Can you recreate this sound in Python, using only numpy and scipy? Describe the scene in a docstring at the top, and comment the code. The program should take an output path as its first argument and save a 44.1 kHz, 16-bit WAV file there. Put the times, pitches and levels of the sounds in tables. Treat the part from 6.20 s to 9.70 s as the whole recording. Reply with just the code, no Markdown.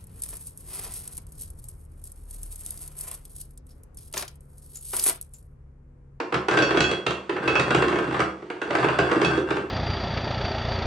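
"""Two bowls shuffled over a counter

Two upturned glazed ceramic bowls slide over kitchen tiles. Their rims grind, knock at the
grout lines and clink together. Each bowl rings with its own tones, the air under them
sounds hollow, the counter thumps and the kitchen echoes."""
import sys
import numpy as np
from scipy import signal
from scipy.fft import rfft, irfft
from scipy.io import wavfile

SR = 44100
rng = np.random.default_rng(int(sys.argv[2]) if len(sys.argv) > 2 else 0)


def unload_audio(sound):
    """Save the sound as a 16-bit wav file, at the path given as the first command line argument."""
    columns = np.transpose(np.atleast_2d(sound))
    # keep every value between -1 and 1, then stretch to whole-number steps
    steps = np.round(np.clip(columns, -1, 1) * 32767)
    wavfile.write(sys.argv[1], SR, steps.astype(np.int16))


N = 154350

# The tones (modes) that each bowl and the counter ring with.
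# Each row: pitch in Hz, relative level in dB, seconds to fade by 60 dB.
FIRST_BOWL_MODES = [(1484,7,.17),(1513,3,.15),(2594,3,.2),(3321,0,.3),(4487,-5,.26),(5599,-8,.27),(6670,-19,.2),(7023,-22,.25)]
SECOND_BOWL_MODES = [(1572,7,.14),(1605,3,.14),(2735,3,.17),(3442,-4,.19),(4762,-8,.17),(5886,-15,.17),(7228,-17,.2)]
COUNTER_MODES = [(73.2,-7,0.55),(130.1,5,0.25),(163.4,4.5,0.18),(193.7,-8.5,0.94)]


def amp(db):
    """Turns decibels into a gain."""
    return 10 ** (np.asarray(db) / 20)


def evened(x):
    """Scales a signal to an average power of 1."""
    return x / np.sqrt(np.mean(x ** 2) + 1e-20)


def read(points, hz):
    """Reads between a curve's points on a log-frequency axis."""
    freqs, values = np.transpose(points)
    return np.interp(np.log(hz + 1), np.log(freqs + 1), values)


def add(mix, start_s, sound):
    """Mixes a sound in at its start time."""
    part = mix[..., max(round(start_s * SR), 0):][..., :sound.shape[-1]]
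    part += sound[..., :part.shape[-1]]


def through(x, response):
    """Filters x, given the filter's response to one click."""
    return signal.fftconvolve(np.atleast_2d(x), np.atleast_2d(response), axes=1)[:, :N]


def colour(spectrum, size=4096):
    """The click response, with energy 1, of a filter shaped like this spectrum."""
    log_gain = np.log(amp(read(spectrum, abs(np.fft.fftfreq(size, 1 / SR)))))
    response = np.fft.ifft(np.exp(np.conj(signal.hilbert(log_gain)))).real[:size // 2]
    return response / np.linalg.norm(response)


def drift(seconds):
    """A smooth random wobble that changes over about this time."""
    window = signal.windows.hann(int(2 * seconds * SR) + 3)
    return np.clip(evened(signal.fftconvolve(rng.standard_normal(N), window, "same")), -2, 2)


def hush():
    """A faint, steady, low background noise."""
    # Each row: frequency in Hz, relative level in dB.
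    spectrum = [(70,-10),(150,4.5),(2000,-12.5),(9000,-34.5)]
    return amp(-49.5) * through(rng.standard_normal((2, N)), colour(spectrum))


def rattles(times, levels_db, spectrum, fade_s, snap, rise_s=0.002):
    """Each contact is one snap, then a noisy burst that swells over a few milliseconds and dies."""
    out, t = np.zeros((2, N)), np.arange(SR // 8) / SR
    envelope = amp(-60 * t / fade_s) * (1 - np.exp(-t / rise_s))
    for start, db in zip(times, levels_db):
        burst = rng.standard_normal((2, len(t))) * envelope
        burst /= np.linalg.norm(burst[0])
        burst[0, 0] += snap
        add(out, start, amp(db) * burst)
    return through(out, colour(spectrum))


def struck(times, levels_db, modes, spots_db):
    """Each blow feeds a bowl's ringing in step; the spot that is hit favours some tones."""
    t, out = np.arange(SR // 2) / SR, np.zeros((2, N))
    waves = np.array([amp(db - 60 * t / fade) * np.exp(2j * np.pi * hz * t) for hz, db, fade in modes])
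    mid_side = np.array([np.ones(len(modes)), rng.choice([-1, 1], len(modes))])
    for start, db, spot_db in zip(times, levels_db, spots_db):
        in_step = np.exp(2j * np.pi * np.transpose(modes)[0] * start)
        add(out, start, (amp(db + spot_db) * in_step * mid_side @ waves).real)
    return out


def knocks():
    """A rim hits a tile edge: a clack, a hollow note, a sharp tick and a little ringing."""
    # Each row: start in seconds, then relative levels in dB of clack, hollow note and tick.
    hits = [(0.001,-17.5,-21,-30),(0.124,-14.5,-20,-32.5),(0.142,-9.5,-21.5,-22),(0.284,-10.5,-21,-20.5),
            (0.311,-14.5,-20,-24),(0.373,-11.5,-17,-19.5),(0.388,-18.5,-16.5,-20),(0.422,-16,-13.5,-21),
            (0.507,-12,-18.5,-28.5),(0.545,-16.5,-19,-37.5),(0.572,-10,-13.5,-22),(0.605,-16.5,-32,-13),
            (0.713,-23.5,-20.5,-21),(0.865,-13.5,-20.5,-18.5),(0.907,-18.5,-27.5,-23.5),
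            (1.094,-14.5,-21.5,-30.5),(1.164,-17,-31,-38.5),(1.277,-13,-16.5,-22),(1.355,-8.5,-23.5,-40),
            (1.396,-11,-21,-17.5),(1.506,-9,-17.5,-21),(1.547,-8.5,-16.5,-18.5),(1.622,-10.5,-14.5,-23),
            (1.682,-16.5,-24.5,-25.5),(1.726,-17,-20,-33.5),(1.757,-16,-17,-33),(1.786,-15.5,-16.5,-30),(1.909,-24,-29,-38),
            (1.945,-16,-26,-43),(1.993,-14.5,-19,-28.5),(2.002,-10.5,-30,-22.5),(2.223,-33.5,-31.5,-69),
            (2.301,-20,-26.5,-35.5),(2.366,-32.5,-47,-50.5),(2.416,-16.5,-25.5,-30.5),
            (2.506,-14.5,-19.5,-31),(2.551,-9,-16.5,-25),(2.585,-21,-24.5,-30.5),(2.628,-14.5,-30,-36),(2.643,-10.5,-17.5,-32),
            (2.685,-10.5,-35,-30.5),(2.787,-10.5,-14,-22),(2.915,-12.5,-17.5,-27),
            (3.015,-12,-18,-23.5),(3.047,-15,-23,-21),(3.175,-26,-12.5,-31),
            (3.306,-13,-15.5,-28),(3.367,-19,-19.5,-33.5)]
    # The tone of those three parts. 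Each row: frequency in Hz, relative level in dB.
    clack_spectrum = [(150,-44.5),(400,-2.5),(650,4),(1100,5.5),(2800,-5),(4000,-18.5),(9000,-74.5)]
    hollow_spectrum = [(40,-51),(230,-18.5),(310,-3.5),(390,-0.5),(700,-17.5),(1500,-55.5)]
    tick_spectrum = [(800,11),(3500,12),(5000,4),(7000,-4.5),(9000,-3)]
    times, clack_db, hollow_db, tick_db = np.transpose(hits)
    ringing = np.zeros((2, N))
    for ring_db, modes in ((-34.5, FIRST_BOWL_MODES), (-35, SECOND_BOWL_MODES)):
        spots_db = 7.5 * rng.uniform(-2.3, 1, (len(times), len(modes)))
        ringing += struck(times, clack_db + ring_db, modes, spots_db)
    clack = rattles(times, clack_db + 15, clack_spectrum, fade_s=0.049, snap=0.29)
    hollow = rattles(times, hollow_db + 21.5, hollow_spectrum, fade_s=0.044, snap=0.32)
    tick = rattles(times, tick_db + 17.5, tick_spectrum, fade_s=0.019, snap=0.23)
    return clack + hollow + tick + ringing


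def kitchen_echo(x, build_s=0.0081):
    """Reflections blur into a short echo, each frequency dying at its own speed."""
    # Each row: frequency in Hz, seconds to fade by 60 dB.
    fade_times = [(200,0.54),(500,0.57),(1200,0.43),(3000,0.34)]
    hz, t, bands = signal.stft(rng.standard_normal((2, SR)), SR, nperseg=256)
    bands *= amp(-60 * t / read(fade_times, hz)[:, None])
    tail = signal.istft(bands, SR, nperseg=256)[1]
    tail *= np.minimum(np.arange(tail.shape[1]) / SR / build_s, 1) ** 2
    return through(x, tail / np.linalg.norm(tail[0]))


def ring(modes):
    """The fading tones after one tap, each placed left or right at random."""
    out, t = np.zeros((2, SR)), np.arange(SR) / SR
    for (hz, db, fade), lean in zip(modes, rng.choice([-1, 1], len(modes))):
        tone = amp(db - 60 * t / fade) * np.sin(2 * np.pi * hz * t)
        out += [tone, lean * tone]
    return out


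def thumps(rise_s=0.012):
    """The counter booms as a bowl's weight drops onto it."""
    # Each row: start in seconds, relative level in dB.
    landings = [(0.138,-28),(0.394,-32),(0.593,-25.5),(0.868,-29.5),(1.384,-28),(1.551,-24),(1.995,-28.5),(2.792,-23.5),(3.049,-24)]
    force, t = np.zeros(N), np.arange(SR) / SR
    for start, db in landings:
        add(force, start, amp([db]))
    return through(force, ring(COUNTER_MODES) * (1 - np.exp(-t / rise_s)))


def slips(per_second=1400, spread_db=5.2):
    """Tiny slips of a rim make random clicks of uneven size."""
    size = amp(spread_db * np.minimum(rng.exponential(1, N), 4))
    slipping = rng.random(N) < per_second / SR
    return evened(size * slipping * rng.choice([-1, 1], (2, N)))


def hollow_air(x, centre_hz=355, width_hz=190, wander_octaves=0.22):
    """The air under a bowl resonates; its pitch wanders as the gap under the rim opens and shuts."""
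    hz = centre_hz * 2 ** (wander_octaves * drift(seconds=0.05))
    turn = np.exp(2j * np.pi * np.cumsum(hz) / SR)
    r = np.exp(-np.pi * width_hz / SR)
    # Shift the pitch down to zero, keep only what is near it, then shift back.
    return (turn * signal.lfilter([(1 - r) ** 2], [1, -2 * r, r * r], x / turn)).real


def rubbed(force, modes, cutoff_hz=3020):
    """Friction keeps tones ringing and favours the low ones."""
    response = ring(modes)
    soft = signal.sosfilt(signal.butter(1, cutoff_hz, fs=SR, output="sos"), force[0])
    return through(soft, response / np.linalg.norm(response[0]))


def sliding(push_s=0.012, stop_s=0.07):
    """Juddering rims grind on the glaze and shake the bowls, the air under them and the counter."""
    # Each row: start and end in seconds, then relative levels in dB of grinding and rumble.
    strokes = [(0.31,0.704,-26,-27),(1.118,1.275,-39,-35.5),(1.22,1.674,-28.5,-29.5),(1.669,1.981,-30.5,-29.5),(2.433,2.53,-35,-31.5),(2.512,2.91,-26.5,-28.5),(2.91,3.158,-26.5,-27.5),(3.266,3.406,-35.5,-33.5)]
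    t, grind, rumble = np.arange(N) / SR, np.zeros(N), np.zeros(N)
    judder = evened(amp(3.6 * drift(seconds=0.011)))
    swell = evened(amp(3 * drift(seconds=0.05)))
    for start, end, grind_db, rumble_db in strokes:
        speed = judder * np.clip(np.minimum((t - start) / push_s, 1 + (end - t) / stop_s), 0, 1)
        grind = np.maximum(grind, speed * amp(grind_db))
        rumble = np.maximum(rumble, speed * amp(rumble_db))
    # Each row: frequency in Hz, relative level in dB.
    grind_spectrum = [(150,-25),(400,3.5),(1300,4),(2000,-4.5),(4500,-20.5),(6500,-31),(9000,-25)]
    return (amp(-6.5) * through(grind * slips(), colour(grind_spectrum))
            + amp(20.5) * hollow_air(swell * rumble * slips())
            + amp(-16) * rubbed(grind * slips(), FIRST_BOWL_MODES)
            + amp(-9.5) * rubbed(grind * slips(), SECOND_BOWL_MODES)
            + amp(-12.5) * rubbed(rumble * slips(), COUNTER_MODES))


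def clinks(boost_db=10.5, width_octaves=0.18):
    """The bowls bump and both ring; the spot that is hit boosts the tones near one pitch."""
    # Each row: start in seconds, relative dB of the first and second bowl, boosted pitch in Hz.
    bumps = [(.372,-42,-35,1590),(.422,-30.5,-40,5040),(.572,-41,-50,3321),(.604,-34,-42,6800),(.641,-32.5,-46,3090),(.865,-54,-41,2740),(1.277,-37,-48,2590),(1.355,-35,-46,2590),(2.79,-44,-38,1590),(3.048,-33,-48,2900)]
    times, first_db, second_db, boosted_hz = np.transpose(bumps)
    out = np.zeros((2, N))
    for db, modes in ((first_db, FIRST_BOWL_MODES), (second_db, SECOND_BOWL_MODES)):
        octaves_away = np.log2(np.transpose(modes)[0] / boosted_hz[:, None])
        out += struck(times, db, modes, boost_db * np.exp(-(octaves_away / width_octaves) ** 2))
    return out


def pops(rise_s=0.002, fade_s=0.062):
    """A rim claps down flat and the trapped air gives one short round note."""
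    # Each row: start in seconds, level in dB, pitch in Hz.
    claps = [(1.094,-16.5,387),(1.672,-12,353),(2.965,-9.5,324.6),(3.016,-10,418)]
    mid, t = np.zeros(N), np.arange(SR // 2) / SR
    envelope = amp(-60 * t / fade_s) * (1 - np.exp(-t / rise_s))
    for start, db, hz in claps:
        add(mid, start, amp(db) * envelope * np.sin(2 * np.pi * hz * t))
    return np.array([mid, np.zeros(N)])


def scene(lean_right_db=0.8):
    """Mixes the sounds as mid (what both ears share) and side (how they differ), then left and right."""
    # Nearly mono bass, wide treble. Each row: frequency in Hz, gain of the side signal in dB.
    stereo_width = [(280,-25.5),(450,-16),(750,-4),(1400,-2),(2800,-8.5),(5500,-5.5),(9000,1.5)]
    bowls = knocks() + pops() + clinks() + sliding()
    mid, side = hush() + bowls + thumps() + amp(-1) * kitchen_echo(bowls[0])
    side_gain = amp(read(stereo_width, np.fft.rfftfreq(2 * N, 1 / SR)))
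    side = irfft(rfft(side, 2 * N) * side_gain)[:N]
    return np.array([mid + side, mid - side]) * amp([[-lean_right_db], [lean_right_db]])


def record(dry, low_cut_hz=62, edge_hz=9030, top_hz=15500):
    """The deepest bass is cut away; the treble steps down at edge_hz and ends at top_hz."""
    dry = signal.sosfilt(signal.butter(2, low_cut_hz, "highpass", fs=SR, output="sos"), dry)
    edge, top = (signal.firwin(511, hz, window=("kaiser", 9), fs=SR) for hz in (edge_hz, top_hz))
    above_edge = amp(-28)
    treble_cut = (1 - above_edge) * edge + above_edge * top
    return signal.oaconvolve(dry, treble_cut[None], "same", axes=1)


dry = scene()
out = record(dry)
unload_audio(out)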